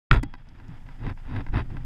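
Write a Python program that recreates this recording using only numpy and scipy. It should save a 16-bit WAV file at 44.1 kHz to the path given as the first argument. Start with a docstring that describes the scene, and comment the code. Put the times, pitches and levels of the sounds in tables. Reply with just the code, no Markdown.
"""Gear knocks hard on a plastic camera case as an angler in a kayak sweeps a rod back to start reeling.
The camera, worn on the chest, shakes on its mount; the gear scrapes off, leaving a faint metallic ring.
Small clicks and ticks follow. Then sleeve and rod butt rub by the case with each turn of the reel.
Underneath sit dull low thuds, low wind and a gentle wash of water."""
import sys
import numpy as np
from scipy import signal
from scipy.fft import rfft, irfft
from scipy.io import wavfile
from scipy.ndimage import uniform_filter1d

SR = 44100
rng = np.random.default_rng(int(sys.argv[2]) if len(sys.argv) > 2 else 0)


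def store_pcm(level_fs):
    """Save levels as 16-bit WAV."""
    pcm = np.round(np.clip(level_fs, -1, 1) * 32767).astype(np.int16)
    wavfile.write(sys.argv[1], SR, np.atleast_2d(pcm).T)


N = 81585


def amp(db):
    """Decibels to gain."""
    return 10 ** (np.asarray(db) / 20)


def unit(x):
    """Scales to rms 1."""
    return x / np.sqrt(np.mean(x ** 2) + 1e-20)


def clock():
    """Time of every sample in seconds."""
    return np.arange(N) / SR


def noise():
    """Fresh white noise, as long as the scene."""
    return rng.standard_normal(N)


def add(mix, start_s, sound):
    """Drops a sound into the mix at start_s."""
    part = mix[max(round(start_s * SR), 0):][:len(sound)]
    part += sound[:len(part)]


def colour(x, eq):
    """Shapes x with an EQ curve of (Hz, dB) points, at rms 1."""
    hz, db = np.transpose(eq)
    bins_hz = np.fft.rfftfreq(N, 1 / SR)
    gain = amp(np.interp(np.log(bins_hz + 1), np.log(hz), db))
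    return unit(irfft(rfft(x) * gain, N))


def steady(x, samples):
    """Levels out swells longer than the given window and keeps the finer grain."""
    return unit(x / np.sqrt(uniform_filter1d(x ** 2, samples) + 1e-6))


def ring(modes, attack_s):
    """A struck body: decaying sines, each (Hz, dB, seconds to fall 60 dB), with a soft attack."""
    longest_s = max(t60 for _, _, t60 in modes)
    t = np.arange(int(1.3 * SR * longest_s)) / SR
    tone = sum(amp(db - 60 * t / t60) * np.sin(2 * np.pi * hz * t) for hz, db, t60 in modes)
    return (1 - np.exp(-t / attack_s)) * tone


def burst(peak_s):
    """A short envelope that reaches 1 at peak_s and dies away."""
    age = clock()[:2048] / peak_s
    return age * np.exp(1 - age)


def snap(hz, peak_s):
    """A very short burst of bright noise centred on hz."""
    eq = [(hz / 4, -20), (hz / 2, -10), (hz, 0), (hz * 2, -24), (hz * 4, -48)]
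    envelope = burst(peak_s)
    return envelope * colour(noise(), eq)[:len(envelope)]


# The wind's fader ride. Each row: time in seconds, level in dB.
WIND_RIDE = [(.11, -24.5), (.3, -36.5), (.38, -42.5), (.56, -46.5), (.72, -41), (1.2, -36.5), (1.45, -35),
             (1.85, -31.5)]
# The wind's tone, nearly all bass. Each row: frequency in Hz, gain in dB.
WIND_EQ = [(10, 0), (20, 12), (38, 2.5), (70, -10), (120, -2), (175, -16), (262, -17.5), (400, -32),
           (2000, -83)]


def wind():
    """Wind rumbles on the camera; the background drops after the knock and slowly rises again."""
    level_db = np.interp(clock(), *np.transpose(WIND_RIDE))
    return amp(level_db) * steady(colour(noise(), WIND_EQ), samples=2200)


# The water's midrange wash and the fine hiss above it. Each row: frequency in Hz, gain in dB.
WASH_EQ = [(150, -40), (400, -6.5), (540, -2.5), (900, 3), (1110, -4), (1310, -0.5), (1980, -2.5),
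           (2200, -6), (3400, -10), (4180, -21.5), (5080, -14.5), (6000, -34), (15000, -79)]
HISS_EQ = [(1000, -33.5), (5000, -4), (7000, -4.5), (14200, -14)]


def water():
    """A wavering wash of water and a faint hiss start low and reach full level at 0.8 s."""
    dip = np.interp(clock(), [KNOCK_AT_S, 0.8], [1, 0])
    waver_db = 3 * unit(uniform_filter1d(noise(), size=900))
    wash = amp(-60.5 - 6.5 * dip + waver_db) * colour(noise(), WASH_EQ)
    hiss = amp(-76 - 14.5 * dip) * colour(noise(), HISS_EQ)
    return wash + hiss


# Low thuds; the first prolongs the mount's shake. Each row: start in seconds, level in dB, pitch in Hz.
THUD_CUES = [(0.163, -6.5, 45.1), (.688, -28, 157.2), (1.069, -19, 114.4), (1.347, -43.5, 111),
             (1.491, -13, 27.9), (1.53, -15, 36.8), (1.557, -17.5, 109.7), (1.738, -25, 124)]


def thuds():
    """The camera shakes on its mount after the knock, then soft bumps follow as the angler shifts."""
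    out, decay_s = np.zeros(N), 0.11
    for start, db, hz in THUD_CUES:
        add(out, start, ring([(hz, db, decay_s)], attack_s=0.00475))
    return out


def sleeve():
    """Cloth brushes the case in one soft, dull swell during the rub near 1.05 s."""
    peak_s, width_s, centre_hz = 1.052, 0.013, 440
    octave = [centre_hz / np.sqrt(2), centre_hz * np.sqrt(2)]
    rush = signal.sosfilt(signal.butter(2, octave, "band", fs=SR, output="sos"), noise())
    swell = np.exp(-((clock() - peak_s) / width_s) ** 2)
    return amp(-45) * swell * unit(rush)


# Bright ticks of tackle. Each row: start in seconds, level in dB, centre frequency in Hz.
TICK_CUES = [(0.2299, -44, 9400), (0.2336, -42.5, 7800), (.4877, -56.5, 4600), (0.4921, -60.5, 5100),
             (0.6817, -57.5, 5700)]


def ticks():
    """Small hard parts of the tackle touch with a thin tick."""
    out = np.zeros(N)
    for start, db, hz in TICK_CUES:
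        add(out, start, amp(db) * snap(hz, peak_s=0.00075))
    return out


# The ring of the plastic case. Each row: frequency in Hz, relative level in dB, seconds to fall 60 dB.
CASE_RING = [(278.5, -4, 0.048), (807, -18.5, 0.15), (974, -0.5, 0.024), (1380, -10, 0.027),
             (1585, -1, 0.021), (1980, -5.5, 0.027), (2497, -11, 0.019), (2960, -15, 0.0091),
             (3820, -22, 0.039), (4560, -20.5, 0.028), (4940, -16.5, 0.016), (9400, -37, 0.0045)]
# The crunch on a click's attack. Each row: frequency in Hz, gain in dB.
CRUNCH_EQ = [(400, 6), (900, 9.5), (2500, 2), (6000, -28), (14000, -26)]
# Gear tapping the case. Each row: start in seconds, level in dB, lowest-mode trim in dB, treble in dB.
CLICK_CUES = [(.2303, -33, 6.5, 11), (.2338, -29.5, 11, 17), (.3387, -34.5, -0.5, 9), (.3508, -43.5, 5, -1),
              (.5999, -44.5, -8, -7), (.8632, -50, -11, -2), (.8883, -40, -27, -23), (1.1755, -46, -8, -17),
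              (1.066, -32, -3, -15), (1.0985, -32, -9, -12), (1.364, -30.5, -3, -15),
              (1.4655, -35.5, 4, -15), (1.4864, -42, -18, -22), (1.5395, -40, 9, -26),
              (1.7688, -35.5, -2.5, -28)]


def clicks():
    """Light contacts crunch briefly and ring the case, each with its own weight and brightness."""
    shelf_hz, crunch_db = 5800, -8
    out, envelope = np.zeros(N), burst(peak_s=0.00069)
    grit = colour(noise(), CRUNCH_EQ)
    for n, (start, db, low_db, treble_db) in enumerate(CLICK_CUES):
        modes = []
        for k, (hz, mode_db, t60) in enumerate(CASE_RING):
            trim_db = low_db * (k == 0) + treble_db / (1 + (shelf_hz / hz) ** 4)
            modes.append((hz, mode_db + trim_db, t60))
        crunch = envelope * grit[n * len(envelope):][:len(envelope)]
        add(out, start, amp(db) * ring(modes, attack_s=0.0002))
        add(out, start, amp(db + crunch_db) * crunch)
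    return out


# Rubbing as it sounds through the case. Each row: frequency in Hz, gain in dB.
FRICTION_EQ = [(200, 5), (370, 6), (500, -4.5), (800, 1), (980, 4.5), (1120, -2.5), (1330, -1.5),
               (1480, -3), (1680, -1), (2000, -2), (2250, -12), (2600, -6.5), (2950, -15.5), (3400, -13.5),
               (3850, -14.5), (4200, -31), (4600, -21), (5300, -26.5), (5900, -40), (8200, -48),
               (9200, -35.5), (10000, -44.5), (15000, -64)]


def friction():
    """Dense tiny slips over a smooth hiss, catching unevenly and coloured by the case."""
    slips_per_s, spread_db, catch_db, catch_hz = 2500, 2, 2.2, 150
    strength = amp(spread_db * np.minimum(rng.exponential(1, N), 4))
    slips = strength * rng.choice([-1, 1], N) * (rng.random(N) < slips_per_s / SR)
    catches = unit(signal.sosfilt(signal.butter(2, catch_hz, fs=SR, output="sos"), noise()))
    scrape = amp(catch_db * catches) * (unit(slips) + 0.51 * noise())
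    return steady(colour(scrape, FRICTION_EQ), samples=500)


# The low push that a rub gives the mount. Each row: frequency in Hz, gain in dB.
PUSH_EQ = [(10, -21.5), (22, 1.5), (42, 1), (70, -1), (116, 4.5), (170, -18.5), (270, -5), (350, -22.5),
           (520, -29), (1200, -100.5)]
# Strokes along the case. Each row: start, peak and end in seconds, peak level in dB,
# start and end levels in dB relative to the peak, bass trim in dB.
RUB_CUES = [(0.112, 0.144, 0.192, -27, -4, -14, -4), (0.545, 0.72, 0.8, -57, -9, -17, 4),
            (0.992, 1.07, 1.121, -40, -17, -5, 3), (1.25, 1.365, 1.414, -39, -16, -3, 2.5),
            (1.54, 1.578, 1.617, -30.5, -4.5, -8, -2), (1.695, 1.777, 1.795, -52, -5.5, -11, 7)]


def rubs():
    """Gear, sleeve and rod butt drag across the case, each stroke also pushing on the mount."""
    grain_fade_s, push_fade_s, push_db, curve = 0.0064, 0.0095, 9, 1.1
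    out, t = np.zeros(N), clock()
    grain = friction()
    rumble = steady(colour(noise(), PUSH_EQ), samples=1100)
    for start, peak, end, db, start_db, end_db, bass_db in RUB_CUES:
        lead_in = np.interp(t, [start, peak], [1, 0]) ** curve
        tail = np.interp(t, [peak, end], [0, 1]) ** curve
        pressure = amp(db + start_db * lead_in + end_db * tail)
        outside_s = abs(t - np.clip(t, start, end))  # zero during the stroke
        scrape = np.exp(-outside_s / grain_fade_s) * grain
        push = amp(push_db + bass_db) * np.exp(-outside_s / push_fade_s) * rumble
        out += pressure * (scrape + push)
    return out


# The body of the knock; the two long, faint tails are a metal part.
# Each row: frequency in Hz, relative level in dB, seconds to fall 60 dB.
KNOCK_RING = [(1370, 0, 0.016), (1854, -6, 0.017), (2312, -3, 0.0086), (2510, -8, 0.0083),
              (3340, -4.5, 0.0064), (3730, -18.5, 0.011), (4877, -24, 0.011), (6450, -32, 0.0097),
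              (1465, -64.5, 0.8), (3311, -54.5, 0.85)]
# The camera shaking on its mount. Each row: frequency in Hz, level in dB, seconds to fall 60 dB.
MOUNT_SHAKE = [(37.5, -6.5, 0.16), (124, -9.5, 0.17), (271, -21, 0.087), (388, -21, 0.088)]
# The hit and its rebounds. Each row: start in seconds, ring level in dB, bright crack level in dB.
KNOCK_CUES = [(0.1122, 1.5, -47), (0.1283, -13.5, -49), (0.1393, -14.5, -53.5), (0.148, -18.5, -57),
              (.1615, -20, -66), (0.17, -25, -59.5)]
KNOCK_AT_S = KNOCK_CUES[0][0]


def knock():
    """A hard blow and its rebounds crack and ring on the case; the first shoves and shakes the camera."""
    shove_db, shove_s = -14, 0.0065
    out = np.zeros(N)
    blow = ring(KNOCK_RING, attack_s=0.0012)
    for start, db, crack_db in KNOCK_CUES:
        add(out, start, amp(db) * blow)
        add(out, start, amp(crack_db) * snap(hz=8000, peak_s=0.0018))
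    shove = np.sin(np.pi * np.minimum(clock() / shove_s, 1)) ** 2
    add(out, KNOCK_AT_S, ring(MOUNT_SHAKE, attack_s=0.0035))
    add(out, KNOCK_AT_S, amp(shove_db) * shove)
    return out


def scene():
    """All layers in mono, opening from silence with a quick fade into the knock."""
    fade_in = np.interp(clock(), [KNOCK_AT_S - 0.0064, KNOCK_AT_S], [0, 1])
    mix = knock() + clicks() + ticks() + sleeve() + rubs() + thuds() + water() + wind()
    return (fade_in * mix)[None]


def record(dry):
    """A steep high cut takes off the very top."""
    high_cut = signal.firwin(511, cutoff=14900, window=("kaiser", 9), fs=SR)
    return signal.oaconvolve(dry, high_cut[None], "same")


dry = scene()
out = record(dry)
store_pcm(out)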